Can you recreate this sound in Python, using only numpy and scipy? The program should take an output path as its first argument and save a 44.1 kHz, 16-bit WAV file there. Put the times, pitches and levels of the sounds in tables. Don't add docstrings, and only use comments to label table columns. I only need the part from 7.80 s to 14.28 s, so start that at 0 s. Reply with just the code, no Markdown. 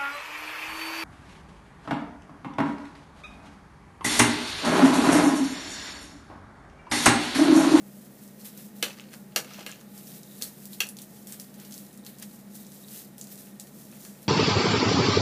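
import sys
import numpy as np
from scipy import signal
from scipy.fft import rfft, irfft
from scipy.io import wavfile
from scipy.ndimage import uniform_filter1d

SR = 44100
rng = np.random.default_rng(int(sys.argv[2]) if len(sys.argv) > 2 else 0)


def log_audio(samples):
    frames = np.atleast_2d(samples).T
    limited = np.clip(frames, -1, 1)
    pcm = np.round(limited * 32767).astype(np.int16)
    wavfile.write(sys.argv[1], SR, pcm)


def ratio_of_db(decibels):
    return 10 ** (np.asarray(decibels, float) / 20)


N = 285768
T = np.arange(N) / SR

# peak_s, level_db, rise_s, fall_s, lower_treble_db (relative to level_db)
STREAMER_SWINGS = [(0.1, -60, 0.38, 0.16, -11), (0.24, -54.5, 0.33, .1, -11), (0.44, -53, 0.27, 0.22, -9.5),
                   (0.6, -51, 0.033, .12, -11), (0.657, -41, 0.025, 0.071, -8), (0.78, -47.5, 0.1, .12, -5),
                   (0.86, -49.5, 0.14, 0.062, -12), (0.965, -51.5, .03, 0.3, -7), (1.12, -58, .1, 0.096, 0),
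                   (1.338, -52.5, .06, 0.15, -11), (1.75, -52, 0.15, .2, 2.5),
                   (1.89, -52.5, 0.087, 0.22, -1), (2.19, -46.5, 0.12, .1, -8),
                   (2.28, -47.5, .08, 0.12, -12), (2.37, -46.5, 0.19, 0.091, -7.5),
                   (2.55, -49.5, 0.23, 0.26, -9.5), (2.631, -36, 0.025, 0.095, -10.5),
                   (2.85, -49, 0.23, 0.038, -9), (2.938, -45, 0.082, .1, -8.5),
                   (3.21, -50, 0.065, .12, -14), (3.38, -53, 0.23, .2, -14), (3.48, -47, 0.018, 0.091, -14),
                   (3.525, -43.5, 0.098, 0.13, -5.5), (3.605, -50, 0.027, 0.16, -9),
                   (3.82, -52.5, 0.12, .2, -1.5), (3.97, -47, 0.21, 0.2, -9), (4.17, -63, 0.17, 0.025, -17),
                   (4.265, -45, 0.018, .12, -6), (4.39, -53, 0.022, .06, -8), (4.428, -45, 0.023, 0.027, 2),
                   (4.55, -53, 0.38, 0.17, -11), (4.76, -48, 0.074, 0.088, -13),
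                   (4.81, -48, .08, 0.094, -12), (4.96, -49, 0.13, 0.21, -14),
                   (5.125, -46.5, .12, 0.098, -8), (5.18, -42, 0.13, 0.12, -11),
                   (5.4, -50.5, 0.035, .15, -10), (5.525, -44.5, .06, 0.068, -11),
                   (5.59, -47, 0.12, 0.2, -11), (5.803, -52, 0.011, 0.23, -14),
                   (5.99, -53, 0.12, 0.29, -16), (6.17, -53, 0.24, 0.16, -10),
                   (6.25, -48.5, 0.16, 0.24, -22), (6.43, -52, 0.044, 0.072, -6.5)]
# pitch_hz, level_db, t60_s
WAND_MODES = [(339, -13.5, 0.051), (483, -6, 0.12), (740, -15.5, 0.013), (1260, -11.5, 0.02),
              (1655, -1.5, 0.038), (2125, -4.5, 0.027), (2653, 1, 0.012), (2820, -2, 0.0035),
              (3600, -16, 0.0075), (4380, 1, 0.01), (5850, -2.5, 0.0061), (6830, -3.5, 0.0025),
              (8300, -8, 0.0046), (11300, -19, 0.0016)]


def unit(x):
    return x / np.sqrt(np.mean(x ** 2))


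def colour(x, points):
    hz, db = np.transpose(points)
    f = np.fft.rfftfreq(len(x), 1 / SR) + 1
    return irfft(rfft(x) * ratio_of_db(np.interp(np.log(f), np.log(hz), db)), len(x))


def band(x, hz, width):
    return signal.lfilter(*signal.iirpeak(hz, hz / width, fs=SR), x)


def walk(rate):
    hold = int(SR / rate)
    steps = rng.standard_normal(1000)[np.arange(N) // hold]
    return 1.3 * uniform_filter1d(uniform_filter1d(steps, hold), hold)


def grains(per_s, spread_db):
    struck = rng.random(N) < per_s / SR
    size = np.minimum(rng.exponential(size=N), 4.5)
    sign = np.sign(rng.standard_normal(N))
    return unit(struck * ratio_of_db(spread_db * size) * sign)


def strokes(rows, db):
    span_db, roundness = 20, 1.14
    peak_s, rise_s, fall_s = (np.array(rows)[:, k:k + 1] for k in (0, 2, 3))
    coarse = T[::64]
    t = coarse - peak_s
    away = np.where(t < 0, -t / rise_s, t / fall_s)
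    each = ratio_of_db(np.asarray(db)[:, None] - span_db * away ** roundness)
    return np.interp(T, coarse, np.sqrt(np.sum(each ** 2, axis=0)))


def burst(noise, ms):
    ragged = noise * np.exp(-T[:len(noise)] / (ms / 1000))
    ragged[0] = 3
    click = signal.unit_impulse(len(noise)) * np.sqrt(np.sum(ragged ** 2))
    return np.array([ragged, click])


def add(out, s, sound, db):
    i = int(s * SR)
    piece = sound[:, :N - i]
    peak = 3 * np.sqrt(np.max(uniform_filter1d(sound[0] ** 2, size=132)))
    out[:, i:i + piece.shape[1]] += ratio_of_db(db) * piece / peak


def streamers():
    # (per Hz, relative)
    foil = [(880, -26), (1500, -15.5), (1710, -15.5), (2140, -15), (3920, -11.5), (4730, -11),
            (14500, -3.5), (15500, -11.5), (16000, -30)]
    _, db, _, _, lower_db = np.transpose(STREAMER_SWINGS)
    crackle = colour(grains(per_s=6000, spread_db=2.0), foil)
    low = signal.lfilter(*signal.butter(3, 6000, fs=SR), crackle)
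    upper_rustle = strokes(STREAMER_SWINGS, db) * unit(crackle - low)
    lower_rustle = strokes(STREAMER_SWINGS, db + lower_db) * unit(low)
    flicker_db = 1.2 * walk(70)
    return (upper_rustle + lower_rustle) * ratio_of_db(flicker_db)


def fan():
    # pitch_hz, level_db (rms)
    motor = [(70.0, -74.5), (118.4, -73), (140.0, -60.5), (199.2, -53)]
    # pitch_hz, width_hz (of the narrower of two filters), level_db (rms)
    housing = [(135.7, 4.6, -79), (205.95, 17, -56), (205.8, 25.5, -56.5), (232, 2.7, -63),
               (835, 8.8, -71.5), (1853, 57, -74.5)]
    # pitch_hz, level_db (per Hz)
    air = [(30, -104), (85, -107), (120, -86), (170, -76.5), (260, -78.5), (400, -83.5), (630, -86),
           (800, -92.5), (950, -95), (2000, -98.5), (2800, -103), (5000, -104), (9000, -103), (15000, -101)]
    out = np.sqrt(SR / 2) * colour(rng.standard_normal(N), air)
    for hz, db in motor:
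        level = ratio_of_db(db + 0.59 * walk(5.35))
        cycles = hz * T + 0.15 * walk(3.87) + rng.random()
        out += level * np.sqrt(2) * np.sin(2 * np.pi * cycles)
    for hz, width, db in housing:
        rush = band(band(rng.standard_normal(N), hz, width), hz, 2 * width)
        out += ratio_of_db(db) * unit(rush)
    return out


def crinkles():
    per_s, above_db, low_hz, high_hz = 25, 12, 3350, 10900
    when, size, pitch = rng.random((int(per_s * N / SR), 3)).T
    swing_level = strokes(STREAMER_SWINGS, np.transpose(STREAMER_SWINGS)[1])
    busy = swing_level[(when * (N - 1)).astype(int)]
    db = 20 * np.log10(busy) + above_db - 8 * size
    hz = low_hz * (high_hz / low_hz) ** pitch
    return [(w * N / SR, d, f, 0.6) for w, d, f in zip(when, db, hz)]


def snaps():
    # start_s, peak_db, pitch_hz, spread (half of it, up to 1, times the pitch is the width)
    creases = [(0.6477, -35, 10500, 1.6), (0.776, -31, 11600, 2.3), (1.3396, -34.5, 8790, 0.99),
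               (2.4325, -34.5, 6100, 1.1), (2.6155, -29, 7410, 1.8), (2.6229, -13.5, 4460, 0.16),
               (2.8551, -26, 12700, .89), (2.9323, -28.5, 4280, 0.59), (3.069, -28, 11300, 1.2),
               (3.0888, -23, 10700, 0.31), (3.1687, -30, 6990, 2.2), (3.1874, -28.5, 3540, 0.7),
               (3.2184, -29, 9640, 1.7), (3.4714, -29, 9140, 1.7), (3.5233, -25, 8400, 0.31),
               (3.5987, -24.5, 10400, 1.7), (3.7414, -37, 9950, 1.7), (3.8, -35, 7200, 1.4),
               (3.85, -34.5, 5520, 1.2), (3.91, -34, 10200, 2.7), (3.923, -29, 5000, 1.4),
               (3.9416, -28.5, 6000, 1), (3.9789, -28.5, 9200, 2.6), (4.0656, -41, 4970, 1.4),
               (4.129, -39, 8800, 0.65), (4.1414, -42, 8500, .9), (4.1753, -35, 9100, 0.47),
               (4.2492, -35, 8190, 1.4), (4.265, -28.5, 4270, 0.37), (4.3859, -35, 9730, 1.4),
               (4.399, -32.5, 12100, 1.4), (4.4251, -25, 8100, 2.4), (4.7534, -32, 10900, 1.4),
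               (4.8663, -36, 6910, 1.1), (4.9192, -36.5, 6600, 1), (5.084, -35, 5000, 2),
               (5.3814, -30, 10700, 1.2), (5.4123, -24.5, 6750, 0.27), (5.441, -34, 7140, 1.4),
               (5.471, -34, 6430, 1.2), (5.7984, -24, 7610, 1.6), (6.429, -39, 11500, 1.4)]
    out = np.zeros((2, N))
    no_bass = signal.butter(2, 2800, "high", fs=SR)
    for s, db, hz, spread in creases + crinkles():
        crease = signal.lfilter(*no_bass, burst(rng.standard_normal(1024), ms=0.98))
        pitched = band(crease, hz, hz * min(spread, 2) / 2)
        wide = band(crease, 7600, 6500)
        add(out, s, pitched + ratio_of_db(-6) * wide, db)
    return out


def rattle():
    # peak_s, level_db, rise_s, fall_s
    shakes = [(0.75, -73, 0.2, .3), (2.3, -67, .3, .3), (2.5, -65, .3, .3), (4.3, -72, 1.2, .3),
              (4.85, -69.5, .3, .7), (5.1, -67, .5, .4), (6.1, -76, 1.5, 1.4)]
    ticks = grains(per_s=110, spread_db=3.5)
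    ticks = band(band(ticks, 3800, 300), 3800, 800)
    return unit(ticks) * strokes(shakes, np.transpose(shakes)[1])


def ring(pushes, bright_db):
    out = 0
    for push, (hz, db, t60) in zip(pushes, WAND_MODES):
        width = np.log(1000) / (np.pi * t60)
        out = out + ratio_of_db(db + bright_db * np.log2(hz / 2500)) * band(push, hz, width)
    return out


def knocks():
    # start_s, peak_db, slap_hz, brightness_db (per octave), low_db (under 1450 Hz)
    hits = [(1.0261, -10, 2780, -4, -1), (1.171, -44, 1800, -5, 3), (1.5215, -48, 3600, -7, -25),
            (1.5606, -7.5, 4500, -0.5, 8), (1.645, -35, 1260, -4, 4), (1.7062, -40, 1690, -7, -9),
            (1.785, -35, 740, -2, 25), (1.8072, -32, 2500, -5.5, 3), (1.8634, -22.5, 2820, -3.5, 1),
            (1.908, -42, 1680, 1, -9), (1.927, -40, 2800, -11, -17), (2.011, -39.5, 1700, 5, 17),
            (2.612, -34.5, 790, -6.5, 6), (3.0039, -8.5, 2730, -4.5, -13.5), (5.67, -47, 2400, -7, -16),
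            (5.8706, -41, 3900, 4, -12), (6.1251, -42, 2200, -6.5, 3), (6.2497, -30.5, 2200, 3.5, 11.5),
            (6.388, -48, 3700, -3, -12)]
    contact_ms = 2.2
    out = np.zeros((2, N))
    upper = signal.butter(4, 1450, "high", fs=SR, output="sos")
    lower = signal.butter(5, 1450, fs=SR)
    for s, db, slap_hz, bright_db, low_db in hits:
        push = burst(rng.standard_normal(8192), contact_ms)
        slap = band(band(push, slap_hz, 0.5 * slap_hz), slap_hz, 1.3 * slap_hz)
        crack = ratio_of_db(1.4 * bright_db) * band(band(push, 9700, 7700), 12400, 9300)
        lags = rng.random(len(WAND_MODES)) * contact_ms * SR / 1000
        touches = [np.roll(push[1], int(lag)) for lag in lags]
        sound = ring(touches, bright_db) + ratio_of_db(-4) * slap + ratio_of_db(-6.5) * crack
        blurred = np.sqrt(uniform_filter1d(np.abs(rfft(sound[1])) ** 2, size=45))
        sound[1] = np.roll(irfft(blurred), 128)
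        high = signal.sosfilt(upper, sound)
        low = signal.lfilter(*lower, sound)
        add(out, s, ratio_of_db(low_db) * low + high, db)
    return out


def scrape():
    # peak_s, level_db, rise_s, fall_s
    drags = [(1.09, -43.5, 0.058, 0.074), (1.18, -52, 0.05, .15), (1.338, -45, 0.027, 0.027),
             (1.7, -50, 0.13, .2), (1.8, -49, 0.14, 0.09), (1.9, -46.5, 0.034, 0.091),
             (2.01, -57, 0.12, 0.03), (6.14, -61, .06, 0.14), (6.25, -63, .1, 0.23)]
    slips = grains(per_s=76, spread_db=6.0)
    shifted = [np.roll(slips, 7919 * k) for k in range(len(WAND_MODES))]
    scraps = ring(shifted, bright_db=-3.5)
    scratch = band(grains(per_s=800, spread_db=2.5), 1900, 3100)
    return strokes(drags, np.transpose(drags)[1]) * unit(unit(scraps) + unit(scratch))


def thumps():
    # start_s, level_db (three times the loudest 3 ms rms), pitch_hz
    landings = [(2.329, -38, 165), (2.612, -54, 70)]
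    out, t = np.zeros((1, N)), T[None, :8192]
    for s, db, hz in landings:
        add(out, s, t * np.exp(-t * hz / 1.4) * np.sin(2 * np.pi * hz * t), db)
    return out[0]


def room(x):
    # pitch_hz, t60_s
    decay_times = [(500, 0.32), (2000, 0.12), (6000, 0.15), (14000, 0.19)]
    level_db, build_up_s = -1.5, 0.00043
    step = SR // 2
    t = T[:step]
    hz, t60 = np.transpose(decay_times)
    tails, out = 0, np.zeros(N + SR)
    for f in 350 * 2 ** np.arange(0, 5.6, 0.5):
        decay = np.exp(-np.log(1000) * t / np.interp(np.log(f), np.log(hz), t60))
        noise = rng.standard_normal((N // step + 1, len(t)))
        tails = tails + band(noise, f, f / 3) * decay
    tails = tails * (1 - np.exp(-t / build_up_s))
    for k, echoes in enumerate(tails):
        echoes = echoes / np.sqrt(np.sum(echoes ** 2))
        wet = signal.fftconvolve(x[k * step:(k + 1) * step], echoes)
        out[k * step:k * step + len(wet)] += wet
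    return ratio_of_db(level_db) * out[:N]


def scene():
    direct, click = snaps() + knocks()
    drag, ticks = scrape(), rattle()
    echoes = room(click + ratio_of_db(-9) * ticks + ratio_of_db(-4.5) * drag)
    toy = streamers() + direct + drag + ticks
    return (toy + echoes + thumps() + fan())[None]


def roll_off(x):
    return signal.sosfilt(signal.butter(12, 16460, fs=SR, output="sos"), x)


def record(dry):
    top_cut = signal.ellip(10, 0.2, 50, 15400, fs=SR, output="sos")
    mix = signal.sosfilt(top_cut, dry)
    return roll_off(mix)


dry = scene()
out = record(dry)
log_audio(out)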